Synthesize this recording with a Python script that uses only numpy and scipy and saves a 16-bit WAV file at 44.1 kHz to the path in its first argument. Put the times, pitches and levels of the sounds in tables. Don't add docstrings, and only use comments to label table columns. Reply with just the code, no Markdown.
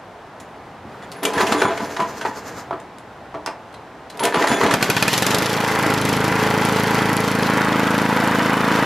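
import sys
import numpy as np
from scipy import signal
from scipy.fft import irfft
from scipy.io import wavfile

SR = 44100
rng = np.random.default_rng(int(sys.argv[2]) if len(sys.argv) > 2 else 0)


def digitize_waveform(pressure):
    field = np.atleast_2d(pressure).T
    bounded = np.clip(field, -1, 1)
    quanta = np.round(bounded * 32767).astype(np.int16)
    wavfile.write(sys.argv[1], SR, quanta)


N = 390285
TIME = np.arange(N) / SR
PAST_END_S = 10

# (time [s], rate [firings/s])
FIRING_RATE = [(4.6375, 9.1), (4.78, 11.41), (4.95, 15.64), (5.15, 21.03), (5.35, 25.93), (5.5, 28.06),
               (5.65, 26.78), (5.85, 26.9), (6.1, 26.09), (6.35, 26.87), (6.65, 27.18), (7, 27.06),
               (7.35, 27.15), (7.6, 26.96), (8, 27.11), (8.35, 27.13), (8.85, 27.35)]
# (time [s], opening [0-1])
THROTTLE_OPENING = [(5.35, 1), (5.52, 0.18), (5.76, 0), (5.88, 0.42), (6.08, 0.43), (6.24, 0.06),
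                    (6.6, 0.1), (8.85, 0)]
# (time [s], share heard from the side [0-1])
TURNING = [(4.75, 0), (5.75, 0.11), (7.2, 0), (7.7, 0.94), (8.85, 0.99)]
STEADY_S = 6

# (time [s], level [dB])
EXHAUST_LEVEL = [(4.63, -21), (5.05, -23), (5.5, -25.5), (5.75, -28), (5.87, -21.5), (7.2, -23),
                 (7.7, -21.5), (8.85, -22.5)]
# (frequency [Hz], level [dB])
PULSE_REAR = [(27, -46), (54, -16), (81, -21), (108, -3), (136, -2), (162, -3.5), (190, 0), (217, -4),
              (272, -4), (298, -9), (325, -8), (375, -17), (435, -9), (520, -14), (750, -22), (1200, -28),
              (2400, -44), (8000, -70)]
PULSE_SIDE = [(27, -44), (54, -17), (81, -26), (108, -10), (136, -3), (162, -10), (190, 0), (217, -3),
              (245, -3), (272, -1), (300, -3), (352, -9), (385, -16), (500, -13), (620, -15), (750, -24),
              (1600, -30), (8000, -75)]
# (delay [s], polarity [+1 or -1])
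PULSE_SCATTER = [(.0071, 1), (.0174, -1), (.0237, -1)]
PULSE_PEAK_S, PULSE_SUCTION, PULSE_DIRECT = .002, .45, .935
# (frequency [Hz], level [dB])
CRACK_SPECTRUM = [(100, 1.5), (500, 23), (2000, 1.5), (3500, 15.5), (6000, 13.5), (9000, 7), (11200, 9.5),
                  (13000, 6.5), (16000, -35)]
SPIT_SPECTRUM = [(100, -40), (2000, -18), (4500, -13), (6500, -2), (9500, -6), (11200, 9), (12300, -12),
                 (14000, -12), (16000, -19)]
BARK_SPECTRUM = [(200, -18), (700, 5.5), (950, 11.5), (1250, -6), (1500, 3.5), (1800, 4.5), (2150, 5.5),
                 (2500, 5), (3000, 0), (3700, -0.5), (4400, -2), (5500, -7), (7000, -15), (12000, -21)]
SPIT_S, SPIT_UNEVEN_DB = .0007, 4
FULL_CHARGE_S = 4.72
BARK_DB, BARK_FADES_ABOVE, BARK_FADE_DB, BARK_THROTTLE_DB = -27, 17.8, 1.4, 5
BARK_ECHO_S, BARK_ECHO_DB = .0052, -6
# (frequency [Hz], level [dB], t60 [s])
MUFFLER_MODES = [(684, -7, .025), (1480, 0, .025), (1790, -1, .018), (2400, -1, .018), (2650, -4, .015),
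                 (3270, -7, .014), (4230, -12, .02), (4550, -10, .02), (5250, -11, .02), (6870, -14, .03),
                 (8260, -16, .04)]

# (at final speed [dB], added by open throttle [dB],
# per octave of speed [dB], added from the side [dB])
CRACK_LAW = (-41, 14, 1.5, -2.5)
SPIT_LAW = (-44.5, 8, -2, -6)
HISS_LAW = (-37, 8, 3.5, -2.5)
ROAR_LAW = (-23, 2.5, -1, 0.8)
CLATTER_LAW = (-27.5, -12.5, 4, -4.5)
TIN_LAW = (-37, 4, 2, -1)
SPRING_LAW = (-56, 5, -2, -3)

# (share of the cycle [0-1], level [dB])
VALVE_BLOWS = [(0.032, -4), (.21, 1.5), (.45, -21), (.62, -1), (0.828, -3)]
# (frequency [Hz], level [dB])
CLATTER_SPECTRUM = [(250, -40), (380, -13), (470, -6), (650, -10), (900, 1), (1600, -1), (2400, -11),
                    (5000, -23), (12000, -38)]
HISS_SPECTRUM = [(1000, -20), (3000, 8), (4400, 3), (7000, -2), (9300, -10), (10600, -11), (13000, -6.5),
                 (16000, -36)]
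ROAR_REAR = [(20, -42), (75, -24), (120, -9), (200, -6), (240, -6), (295, 1), (360, -5), (435, 0),
             (520, -7), (600, -4.5), (700, -4), (850, -1), (1400, -4), (1720, -6), (2050, -6), (2600, -14),
             (3300, -20), (6000, -49)]
ROAR_ASIDE = [(20, -30), (75, -16), (120, -10), (200, -4), (240, -4), (285, 2), (350, -2.5), (480, 0),
              (560, -3), (680, 1), (750, -1), (930, 2.5), (1150, 1), (1550, 1.5), (2050, -4), (2800, -11.5),
              (6000, -46)]
ROAR_GRIT, ROAR_FLUTTER_DB = .7, 1.1
# (time [s], level [dB])
ROAR_SWELL = [(5.2, -4.5), (5.33, 0), (5.49, -2), (5.75, 2), (5.9, 2), (6.02, -1), (6.5, 2.5), (6.82, 0.5),
              (7.0, 2), (7.24, -0.5), (7.48, 1), (7.56, 2.5), (8.04, 0.1), (8.46, 2.5), (8.6, 1.8),
              (8.76, 2.5)]
# (frequency from behind [Hz], frequency from the side [Hz], width [Hz],
# level from behind [dB], level from the side [dB])
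SHROUD_MODES = [(314, 304, 12, -36.5, -38), (431, 504, 14, -35, -41), (842, 874, 29, -35.5, -34),
                (960, 970, 34, -37, -33.5), (1362, 1510, 19, -35.5, -44), (2010, 1950, 27, -37.5, -38),
                (2280, 2200, 38, -46, -66), (3100, 3000, 46, -47, -42.5), (4530, 3500, 60, -49, -45)]
SHROUD_WAVER_DB, SHROUD_DRIFT = 1.5, .007
# (share of the cycle [0-1], level [dB])
GUARD_HITS = [(.21, 1), (.29, -3.5), (.58, -6), (.82, -3.5)]
# (frequency [Hz], level [dB])
GUARD_SPECTRUM = [(500, -32), (1500, -1.5), (2200, -7), (3200, 2), (5200, 1), (7000, -6.5), (9500, -17),
                  (16000, -31)]
TIN_UNEVEN_DB, TIN_JITTER_S, TIN_DECAY_S = 3.2, .0007, .0019
# (multiple of the firing rate, level from behind [dB], level from the side [dB])
BLADE_ORDERS = [(12, -40, -44), (16, -32, -35.5), (17, -38, -42), (18, -39, -38), (20, -38, -43),
                (23, -52, -40), (30, -36, -43), (33, -41, -41), (36, -38, -39)]

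# (pawls catch [s], crank at speed [s], rope let go [s],
# crank stops or engine takes over [s], rattle level [dB], scrape level [dB])
ROPE_PULLS = [(1.222, 1.366, 1.604, 2.7, -22, -31.5), (4.22, 4.37, 4.72, 4.8, -20, -31.5)]
CATCH_DB, CATCH_DECAY_S = -0.5, 0.059
SLACK_S, SLACK_DB = 0.096, -17
SPIN_UP_S, COAST_S = 0.046, 0.12
CHUGS_PER_S, CHUG_DELAY_S, CHUG_DB = 9.4, .045, 2
REWIND_START_S, REWIND_END_S, REWIND_FADE_S, REWIND_DB = 1.73, 2.675, .06, -41
FIRST_SURGE_S, REWIND_TURNS_PER_S, REWIND_SLOWING_PER_S2 = 1.77, 13.15, 5.3
SURGE_DB, SURGE_GROWTH_DB_PER_S = 3, 3.6
# (frequency [Hz], level [dB])
RATTLE_SPECTRUM = [(40, -64), (100, -18), (165, -7), (208, 1), (294, -0.5), (364, -1), (458, 0.5), (612, 0),
                   (1010, -2.5), (1370, -3.5), (2000, -4), (3030, -12), (3500, -13.5), (5000, -21),
                   (7000, -48)]
SCRAPE_SPECTRUM = [(60, -5), (500, 6), (1500, 12.5), (3200, -6.5), (4500, 3), (5700, 3), (7000, 4),
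                   (8200, -6.5), (9000, -7), (11500, -12.5), (13500, -5), (16000, -59)]
# (time [s], level [dB])
PAWL_STRIKES = [(1.255, -16.5), (4.252, -29)]
# (frequency [Hz], level [dB], t60 [s])
CUP_MODES = [(2340, -6, 0.13), (2800, -10, 0.035), (3000, -1, 0.032), (3100, -2, 0.055)]
DECK_MODES = [(212, -2, 0.18), (298, 3.5, 0.1), (393.6, -1, 0.16), (433, -2, 0.15), (465, -1, .08),
              (675, 2, 0.07), (800, -5, .06), (867, 1, 0.047), (985, 5, 0.06), (1150, -3, 0.06),
              (1890, -6, 0.15)]
# (frequency [Hz], width [Hz], level [dB])
PULLEY_MODES = [(3430, 56, -1), (6880, 110, -1), (9200, 140, -5)]
SPRING_MODES = [(10550, 19, 12), (10500, 150, -24)]
# (time [s], hold from the start [s], level [dB])
PULLEY_SQUEALS = [(1.022, 0.027, -53), (1.46, .09, -43), (1.575, 0.04, -33.5), (1.63, .06, -38),
                  (4.478, 0.094, -33)]
SQUEAL_ATTACK_S, SQUEAL_RELEASE_S = 0.0058, 0.0063
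SQUEAL_TONE_DB, SQUEAL_WOBBLE = 2, .004
# (time [s], level [dB])
SPRING_JINGLES = [(1.16, -52), (1.335, -43), (1.43, -53), (1.52, -46), (1.61, -47), (1.845, -49),
                  (4.197, -39), (4.337, -43), (4.395, -53), (4.483, -36)]
JINGLE_ATTACK_S, JINGLE_HOLD_S, JINGLE_RELEASE_S = 0.0033, 0.009, 0.05

# (time [s], relative level [dB], tilt [dB/octave], decay constant [s], ring of the struck part [Hz])
HARD_KNOCKS = [(1.231, -15.5, 14, 0.0067, 2920), (1.252, -4.5, 9, 0.0033, 2870),
               (1.333, -20, 6.5, 0.0099, 710), (1.375, -9.5, 2, 0.015, 1670),
               (1.406, -4.5, 2.5, 0.007, 1220), (1.431, -9, -3, 0.01, 684), (1.467, -14, 5.5, 0.012, 2700),
               (1.521, -7, 4.5, 0.01, 1050), (1.545, -10.5, -1.5, 0.01, 295),
               (1.617, -2.5, 1, 0.0061, 1500), (1.652, -6.5, -0.5, 0.0059, 1040),
               (1.702, -13.5, -1, 0.0082, 684), (1.775, -16, 2.5, 0.0068, 1960),
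               (1.803, -16.5, 1.5, 0.0079, 930), (1.965, -13.5, 2.5, 0.0065, 1840),
               (1.992, -12, -5.5, 0.0089, 980), (2.0, -9, 0, 0.0078, 970), (2.019, -19, 4, 0.0052, 2530),
               (2.211, -16.5, 3.5, 0.0099, 1640), (2.248, -9.5, -2.5, 0.0084, 960),
               (2.256, -15, 1.5, 0.0076, 1700), (2.708, -10, -3.5, 0.0043, 1330),
               (2.728, -17, -3.5, 0.0078, 1510), (3.342, -18.5, -2.5, 0.0083, 1160),
               (3.353, -21, -5.5, 0.011, 620), (3.461, -13, 4.5, 0.0047, 5130),
               (3.472, -14, -1.5, 0.0093, 2600), (4.193, -16, 5, 0.0077, 1400),
               (4.203, -14.5, -3, 0.014, 940), (4.233, -13, 10, 0.012, 3300), (4.252, -5, 10, 0.003, 2230),
               (4.323, -15, 2.5, 0.0064, 1710), (4.341, -8.5, 1, 0.011, 1390),
               (4.357, -12, 2.5, 0.0056, 1150), (4.371, -20, -1, 0.0058, 900), (4.422, -8, 3, 0.0054, 1890),
               (4.439, -6.5, 2, 0.0072, 770), (4.47, -8, 4, 0.0093, 1840), (4.513, -17, 2, 0.0056, 1210),
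               (4.611, -6, 2, 0.0067, 1310), (4.633, -6.5, 0.5, 0.0058, 2110),
               (4.662, -12, 3.5, 0.013, 1150), (4.709, -8, 3.5, 0.011, 1770),
               (4.738, -5.5, 2.5, 0.0016, 2400), (4.809, -15, 2, 0.011, 1700),
               (4.887, -16, -8, 0.013, 1620)]
LIGHT_TICKS = [(.399, -32.5, 8, 0.0096, 7000), (1.02, -28, 1.5, 0.012, 1900), (1.116, -25, 8, 0.0076, 4500),
               (2.8, -32, 5, 0.0036, 7240), (2.984, -30, 5, .003, 9450), (3.726, -40, 8, .004, 4000),
               (3.741, -30, 4, 0.0063, 4050), (4.098, -27, 7, 0.0086, 4140), (4.173, -28, 13, 0.0027, 4480)]
# (frequency [Hz], level [dB])
KNOCK_SPECTRUM = [(40, -57), (130, -7.5), (210, -14), (300, -2), (1100, 2.5), (1900, -4.5), (3500, -12.5),
                  (7000, -24.5), (11000, -31.5), (16000, -55)]
# (time [s], peak of the mid [dB])
LOW_THUDS = [(0.41, -40), (0.848, -27), (1.241, -27), (1.361, -15), (1.425, -20), (1.514, -15),
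             (1.644, -16), (1.818, -21), (2.015, -22), (2.288, -27), (4.363, -14), (4.502, -12),
             (4.634, -13)]
# (frequency [Hz], level [dB])
THUD_SPECTRUM = [(30, -23), (60, -15), (85, -3), (120, -4), (210, 10.5), (330, -1), (700, -25), (3000, -61)]
THUD_DECAY_S = .013
# (time [s], hold from the start [s], level [dB])
SHOE_SCUFFS = [(0.333, 0.41, -47), (.84, 0.32, -41), (1.215, 1.39, -39.5), (2.623, .25, -52),
               (3.05, 1.4, -51.5)]
# (frequency [Hz], level [dB])
SCUFF_SPECTRUM = [(30, -48), (75, 0), (130, 3.5), (270, 3.5), (500, -1), (1200, -2.5), (3000, -18),
                  (12000, -38)]
SCUFF_ATTACK_S, SCUFF_RELEASE_S = 0.075, 0.16

# (frequency [Hz], level [dB])
AIR_SPECTRUM = [(12, -47), (20, -23), (77, -6.5), (356, -6), (485, -4.5), (542, -7), (659, -2.5), (948, -4),
                (1150, -8.5), (1750, -13), (2390, -20), (3730, -26), (11700, -45), (16000, -52)]
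AIR_DB = -39.5
# (frequency [Hz], t60 [s])
YARD_T60 = [(200, 0.22), (550, 0.45), (1400, 0.26), (3700, 0.21), (10000, 0.18)]
# (frequency [Hz], level [dB])
ENGINE_WIDTH = [(60, -29), (110, -74), (200, -40), (380, -16), (700, -21.5), (1290, -19.5), (2380, -15),
                (4400, -12), (8120, -3.5), (15000, -5)]
PULL_SIDE = [(60, -41), (110, -60), (200, -50), (380, -20), (700, -22), (1290, -19.5), (2380, -15.5),
             (4400, -12.5), (8120, -4), (15000, -3)]
AIR_SIDE = [(60, -28), (110, -37), (200, -26), (380, -16), (700, -20.5), (1290, -14), (2380, -11),
            (4400, -7.5), (8120, -2), (15000, 2)]
EDGE_HZ = 15700


def exhaust(cycles):
    firings = strokes(cycles, 0, .5, .00004)
    turned = aside()
    running = TIME > STEADY_S
    rear = signal.oaconvolve(firings, puff(PULSE_REAR), "same")
    side = signal.oaconvolve(firings, puff(PULSE_SIDE), "same")
    pulse = (1 - turned) * rear / rear[running].std() + turned * side / side[running].std()
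    delayed = np.roll(pulse, SR // 700)
    pulse = np.array([pulse, delayed]) * amp(curve(EXHAUST_LEVEL))

    t = np.arange(SR // 30) / SR
    jet = np.exp(-((t - .002) / 0.0026) ** 2)
    jet += 1.1 * (t / 0.00076) * np.exp(-t / 0.0029)
    jet += 0.06 * np.exp(-((t - .009) / 0.0005) ** 2)
    uneven = firings * amp(2 * waver(40))
    crack = colour(noise() * convolve(uneven, jet), CRACK_SPECTRUM)
    crack = crack / crack[:, running].std() * engine_gain(CRACK_LAW)

    uneven = firings * amp(SPIT_UNEVEN_DB * waver(40))
    opening = np.exp(-((t - .0016) / SPIT_S) ** 2)
    spit = colour(noise() * convolve(uneven, opening), SPIT_SPECTRUM)
    spit = spit / spit[:, running].std() * engine_gain(SPIT_LAW)

    bark = noise() * convolve(firings, (t / .0016) * np.exp(-t / 0.0022))
    bark = colour(ringing(off_bins(bark), MUFFLER_MODES, -1), BARK_SPECTRUM)
    bark_db = BARK_DB + BARK_THROTTLE_DB * curve(THROTTLE_OPENING)
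    bark_db = bark_db - BARK_FADE_DB * np.maximum(curve(FIRING_RATE) - BARK_FADES_ABOVE, 0)
    bark = bark / bark[:, running].std() * amp(bark_db)

    charge = 0.31 + 0.8 * (TIME > FULL_CHARGE_S)
    return pulse + spit * charge + yard((crack + bark) * charge, -7.5)


def puff(pipe, size=8192):
    hz = np.fft.rfftfreq(size, 1 / SR)
    spectrum = amp(read(pipe, hz)) * (1 + 1j * PULSE_SUCTION) * np.exp(-2j * np.pi * hz * PULSE_PEAK_S)
    for delay, sign in PULSE_SCATTER:
        echo = sign * np.exp(-2j * np.pi * hz * delay)
        spectrum = spectrum * (PULSE_DIRECT + echo) / (1 + PULSE_DIRECT * echo)
    return np.fft.fftshift(irfft(spectrum))


def machinery(cycles):
    wind_throb = 1 + .2 * np.cos(2 * np.pi * 4 * cycles)
    body = engine_gain(ROAR_LAW) * roar(wind_throb) + engine_gain(CLATTER_LAW) * clatter(cycles)
    body = amp(curve(ROAR_SWELL)) * (body + shroud(noise() * wind_throb))
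    breath = engine_gain(HISS_LAW) * amp(3.06 * waver(27)) * hiss(cycles)
    return (body + breath) * during(4.68, PAST_END_S, 0.16)


def clatter(cycles):
    t = np.arange(SR // 25) / SR
    out = np.zeros((2, N))
    angle = aside() * np.pi / 2
    for share, db in VALVE_BLOWS:
        clicks = amp(db) * strokes(cycles, share, 1.8, .00006)
        for facing in (np.cos(angle), np.sin(angle)):
            casing = noise(len(t)) * (np.exp(-t / .0022) + .25 * np.exp(-t / .014))
            out += convolve(clicks * facing, casing)
    out = colour(out, CLATTER_SPECTRUM)
    return out / out[0, TIME > STEADY_S].std()


def roar(wind_throb):
    swirl = (noise() + ROAR_GRIT * grains(900, 1.6)) * wind_throb * amp(ROAR_FLUTTER_DB * waver(90))
    facing_side = np.sin(aside() * np.pi / 2) ** 2
    rear = unit(colour(swirl, ROAR_REAR))
    side = unit(colour(swirl, ROAR_ASIDE))
    return (1 - facing_side) * rear + facing_side * side


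def hiss(cycles):
    air_noise = off_bins(noise() + 0.47 * grains(900, 2.5))
    surge = 1 + np.exp(-((cycles % 1 - .23) / 0.069) ** 2)
    return unit(colour(air_noise * surge, HISS_SPECTRUM))


def shroud(wind):
    turned, out = aside(), np.zeros((2, N))
    for rear_hz, side_hz, width, rear_db, side_db in SHROUD_MODES:
        hz = (rear_hz + (side_hz - rear_hz) * turned) * (1 + SHROUD_DRIFT * waver(3))
        turn, r = np.exp(2j * np.pi * np.cumsum(hz) / SR), np.exp(-np.pi * width / SR)
        ring = (turn * signal.lfilter([1 - r], [1, -r], wind / turn)).real
        out += unit(ring) * amp(rear_db + (side_db - rear_db) * turned + SHROUD_WAVER_DB * waver(6))
    return out * (curve(FIRING_RATE) / FIRING_RATE[-1][1]) ** 2


def tinwork(cycles):
    t = np.arange(SR // 50) / SR
    shakes = sum(amp(db) * strokes(cycles, share, TIN_UNEVEN_DB, TIN_JITTER_S) for share, db in GUARD_HITS)
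    chatter = noise() * convolve(shakes, np.exp(-t / TIN_DECAY_S))
    chatter = colour(ringing(chatter, MUFFLER_MODES, 5), GUARD_SPECTRUM)
    level = engine_gain(TIN_LAW) * during(5.05, PAST_END_S, .4)
    return chatter / chatter[:, TIME > STEADY_S].std() * level


def blade(cycles):
    turned = aside()
    hum = np.zeros(N)
    for order, rear_db, side_db in BLADE_ORDERS:
        level = amp(rear_db + (side_db - rear_db) * turned + 2 * waver(6))
        hum += level * np.cos(2 * np.pi * order * cycles + .25 * waver(12))
    hum *= (curve(FIRING_RATE) / FIRING_RATE[-1][1]) ** 4 * during(3.5, PAST_END_S, .3)
    return hum * np.array([[1], [0]])


def strokes(cycles, share, uneven_db, jitter_s):
    started = cycles > 0
    at = np.interp(np.arange(int(cycles[-1] - share) + 1) + share, cycles[started], TIME[started])
    size, late = rng.standard_normal((len(at), 2)).T
    clicks = np.zeros(N)
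    places = np.round((at + jitter_s * late) * SR).astype(int)
    clicks[np.clip(places, 0, N - 1)] = amp(uneven_db * size)
    return clicks


def engine_gain(law):
    db, throttle_db, octave_db, side_db = law
    octaves = np.log2(curve(FIRING_RATE) / FIRING_RATE[-1][1])
    return amp(db + throttle_db * curve(THROTTLE_OPENING) + octave_db * octaves + side_db * aside())


def aside():
    return curve(TURNING)


def starter():
    rattle = ringing(yard(grains(1100, 2.6), 1.7), DECK_MODES, -16)
    rattle = unit(colour(rattle, RATTLE_SPECTRUM)) * amp(1.1 * waver(160))
    fibres = yard(grains(1800, 1.6) + .8 * noise(), 0)
    scrape = unit(colour(fibres, SCRAPE_SPECTRUM)) * amp(1.2 * waver(55))
    out = scrape * rewind()
    for catch, spun, let_go, stop, rattle_db, scrape_db in ROPE_PULLS:
        jolt = amp(CATCH_DB) * envelope(catch, 0.013, 0.053, CATCH_DECAY_S)
        jolt += amp(SLACK_DB) * during(catch - SLACK_S, catch + 0.0078, 0.022)
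        spin = during(spun - SPIN_UP_S, stop, SPIN_UP_S)
        spin /= 1 + np.maximum(TIME - let_go, 0) / COAST_S
        spin *= amp(CHUG_DB * np.cos(2 * np.pi * CHUGS_PER_S * (TIME - spun - CHUG_DELAY_S)))
        out += amp(rattle_db) * (jolt + spin) * rattle
        out += amp(scrape_db) * (0.53 * jolt + spin ** 2) * scrape
    return out


def rewind():
    t = TIME - FIRST_SURGE_S
    turns = REWIND_TURNS_PER_S * t - REWIND_SLOWING_PER_S2 * t ** 2 / 2
    depth_db = SURGE_DB + SURGE_GROWTH_DB_PER_S * np.clip(t, 0, 1)
    gate = during(REWIND_START_S, REWIND_END_S, REWIND_FADE_S)
    return amp(REWIND_DB + depth_db * np.cos(2 * np.pi * turns)) * gate


def pawls():
    out, t = np.zeros((2, N)), np.arange(SR // 5) / SR
    ring = sum(amp(db - 60 * t / t60) * np.sin(2 * np.pi * hz * t) for hz, db, t60 in CUP_MODES)
    for s, db in PAWL_STRIKES:
        add(out, s, amp(db) * ring)
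    return out


def pulley(cycles):
    singing = sum(amp(db) * envelope(s, SQUEAL_ATTACK_S, hold, SQUEAL_RELEASE_S)
                  for s, hold, db in PULLEY_SQUEALS)
    jingling = sum(amp(db) * envelope(s, JINGLE_ATTACK_S, JINGLE_HOLD_S, JINGLE_RELEASE_S)
                   for s, db in SPRING_JINGLES)
    shaken = engine_gain(SPRING_LAW) * during(FIRING_RATE[0][0], PAST_END_S, 0.64)
    shaken *= 1.6 - 1.2 * (cycles % 1)
    wobbling_hz = PULLEY_MODES[0][0] * (1 + SQUEAL_WOBBLE * waver(40))
    tone = np.sin(2 * np.pi * np.cumsum(wobbling_hz) / SR)
    squeal = unit(rubbed(PULLEY_MODES) + amp(SQUEAL_TONE_DB) * tone)
    return squeal * singing + rubbed(SPRING_MODES) * (jingling + shaken)


def rubbed(modes):
    t = np.arange(SR // 5) / SR
    ring = np.zeros((2, N))
    for hz, width, db in modes:
        response = np.exp(-np.pi * width * t) * np.sin(2 * np.pi * hz * t)
        ring += amp(db) * unit(convolve(noise(), response))
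    return unit(ring) * amp(1.5 * waver(60))


def blows(rows):
    out, t = np.zeros((2, N)), np.arange(SR // 5) / SR
    for s, db, tilt_db, length, hz in rows:
        steps = np.repeat(rng.exponential(1, len(t)), SR // 1500)[:len(t)]
        bounces = .35 + steps ** .7
        contact = noise(len(t)) * bounces * (1 - np.exp(-t / (.15 * length))) * np.exp(-t / length)
        chatter = colour(contact, KNOCK_SPECTRUM, tilt_db)
        ring = convolve(chatter, np.cos(2 * np.pi * hz * t) * np.exp(-t * hz / 2.5))
        blow = unit(chatter) + .5 * unit(ring)
        blow *= 0.32 * np.sqrt(length * SR) / np.linalg.norm(blow[0])
        add(out, s, amp(db) * blow)
    return out


def thuds():
    out, t = np.zeros((2, N)), np.arange(SR // 5) / SR
    for s, db in LOW_THUDS:
        thud = colour(noise(len(t)) * np.exp(-t / THUD_DECAY_S), THUD_SPECTRUM)
        add(out, s, amp(db) * thud / abs(thud[0]).max())
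    return out


def shoes():
    pressure = sum(amp(db) * envelope(s, SCUFF_ATTACK_S, hold, SCUFF_RELEASE_S)
                   for s, hold, db in SHOE_SCUFFS)
    return unit(colour(noise() + 0.44 * grains(900, 1.7), SCUFF_SPECTRUM)) * pressure


def off_bins(x):
    return x + amp(BARK_ECHO_DB) * np.roll(x, round(BARK_ECHO_S * SR), 1)


def yard(x, wet_db):
    hz, t, z = signal.stft(noise(SR // 2), SR, nperseg=256)
    decay = amp(-60 * t / read(YARD_T60, hz)[:, None])
    tail = signal.istft(z * decay, SR, nperseg=256)[1]
    tail *= np.clip(np.arange(tail.shape[1]) / SR / 0.0055, 0, 1)
    return x + amp(wet_db) * convolve(x, tail / np.linalg.norm(tail[0]))


def outdoor_air():
    return unit(colour(noise(), AIR_SPECTRUM)) * amp(AIR_DB)


def ringing(x, modes, ring_db):
    t = np.arange(SR // 3) / SR
    ring = sum(amp(db - 60 * t / t60) * np.cos(2 * np.pi * hz * t) for hz, db, t60 in modes)
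    return x + amp(ring_db) * convolve(x, ring / np.linalg.norm(ring))


def colour(x, points, tilt_db=0, size=8192):
    hz = abs(np.fft.fftfreq(size, 1 / SR))
    tilt = tilt_db * np.log2(np.maximum(hz, 200) / 1000)
    log_gain = np.log(amp(read(points, hz) + tilt))
    response = np.fft.ifft(np.exp(np.conj(signal.hilbert(log_gain)))).real
    return convolve(x, response[:size // 2])


def convolve(x, response):
    return signal.oaconvolve(np.atleast_2d(x), np.atleast_2d(response), axes=1)[:, :x.shape[-1]]


def noise(size=N):
    return rng.standard_normal((2, size))


def grains(per_s, spread_db):
    size = amp(spread_db * np.minimum(rng.exponential(1, N), 4))
    return unit(noise() * size * (rng.random(N) < per_s / SR))


def waver(per_s):
    knots = np.arange(0, PAST_END_S, 1 / per_s)
    return np.interp(TIME, knots, rng.standard_normal(len(knots)))


def envelope(start, attack, hold, release):
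    t = TIME - start
    return np.clip(t / attack, 0, 1) * np.exp(-np.maximum(t - hold, 0) / release)


def during(start, end, fade):
    return np.clip((TIME - start) / fade, 0, 1) * np.clip((end - TIME) / fade, 0, 1)


def curve(rows):
    return np.interp(TIME, *np.transpose(rows))


def read(points, hz):
    f, value = np.transpose(points)
    return np.interp(np.log(hz + 1), np.log(f + 1), value)


def amp(db):
    return 10 ** (np.asarray(db) / 20)


def unit(x):
    return x / np.sqrt(np.mean(x ** 2) + 1e-20)


def add(mix, s, sound):
    part = mix[:, round(s * SR):][:, :sound.shape[-1]]
    part += sound[..., :part.shape[1]]


def stereo(mid_side, width):
    mid, side = mid_side[0], colour(mid_side[1], width)[0]
    return np.array([mid + side, mid - side])


def scene():
    cycles = np.cumsum(curve(FIRING_RATE) * (TIME >= FIRING_RATE[0][0])) / SR
    engine = exhaust(cycles) + machinery(cycles) + tinwork(cycles) + blade(cycles)
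    impacts = yard(ringing(blows(HARD_KNOCKS), DECK_MODES, -15.5) + blows(LIGHT_TICKS), -5)
    pulls = impacts + thuds() + starter() + pawls() + pulley(cycles) + shoes()
    return stereo(engine, ENGINE_WIDTH) + stereo(pulls, PULL_SIDE) + stereo(outdoor_air(), AIR_SIDE)


def record(dry):
    thinned = signal.sosfilt(signal.butter(2, 32, "high", fs=SR, output="sos"), dry)
    band = signal.firwin(401, EDGE_HZ, window=("kaiser", 9), fs=SR)
    return signal.oaconvolve(np.clip(thinned, -1, 1), band[None], "same")


dry = scene()
out = record(dry)
digitize_waveform(out)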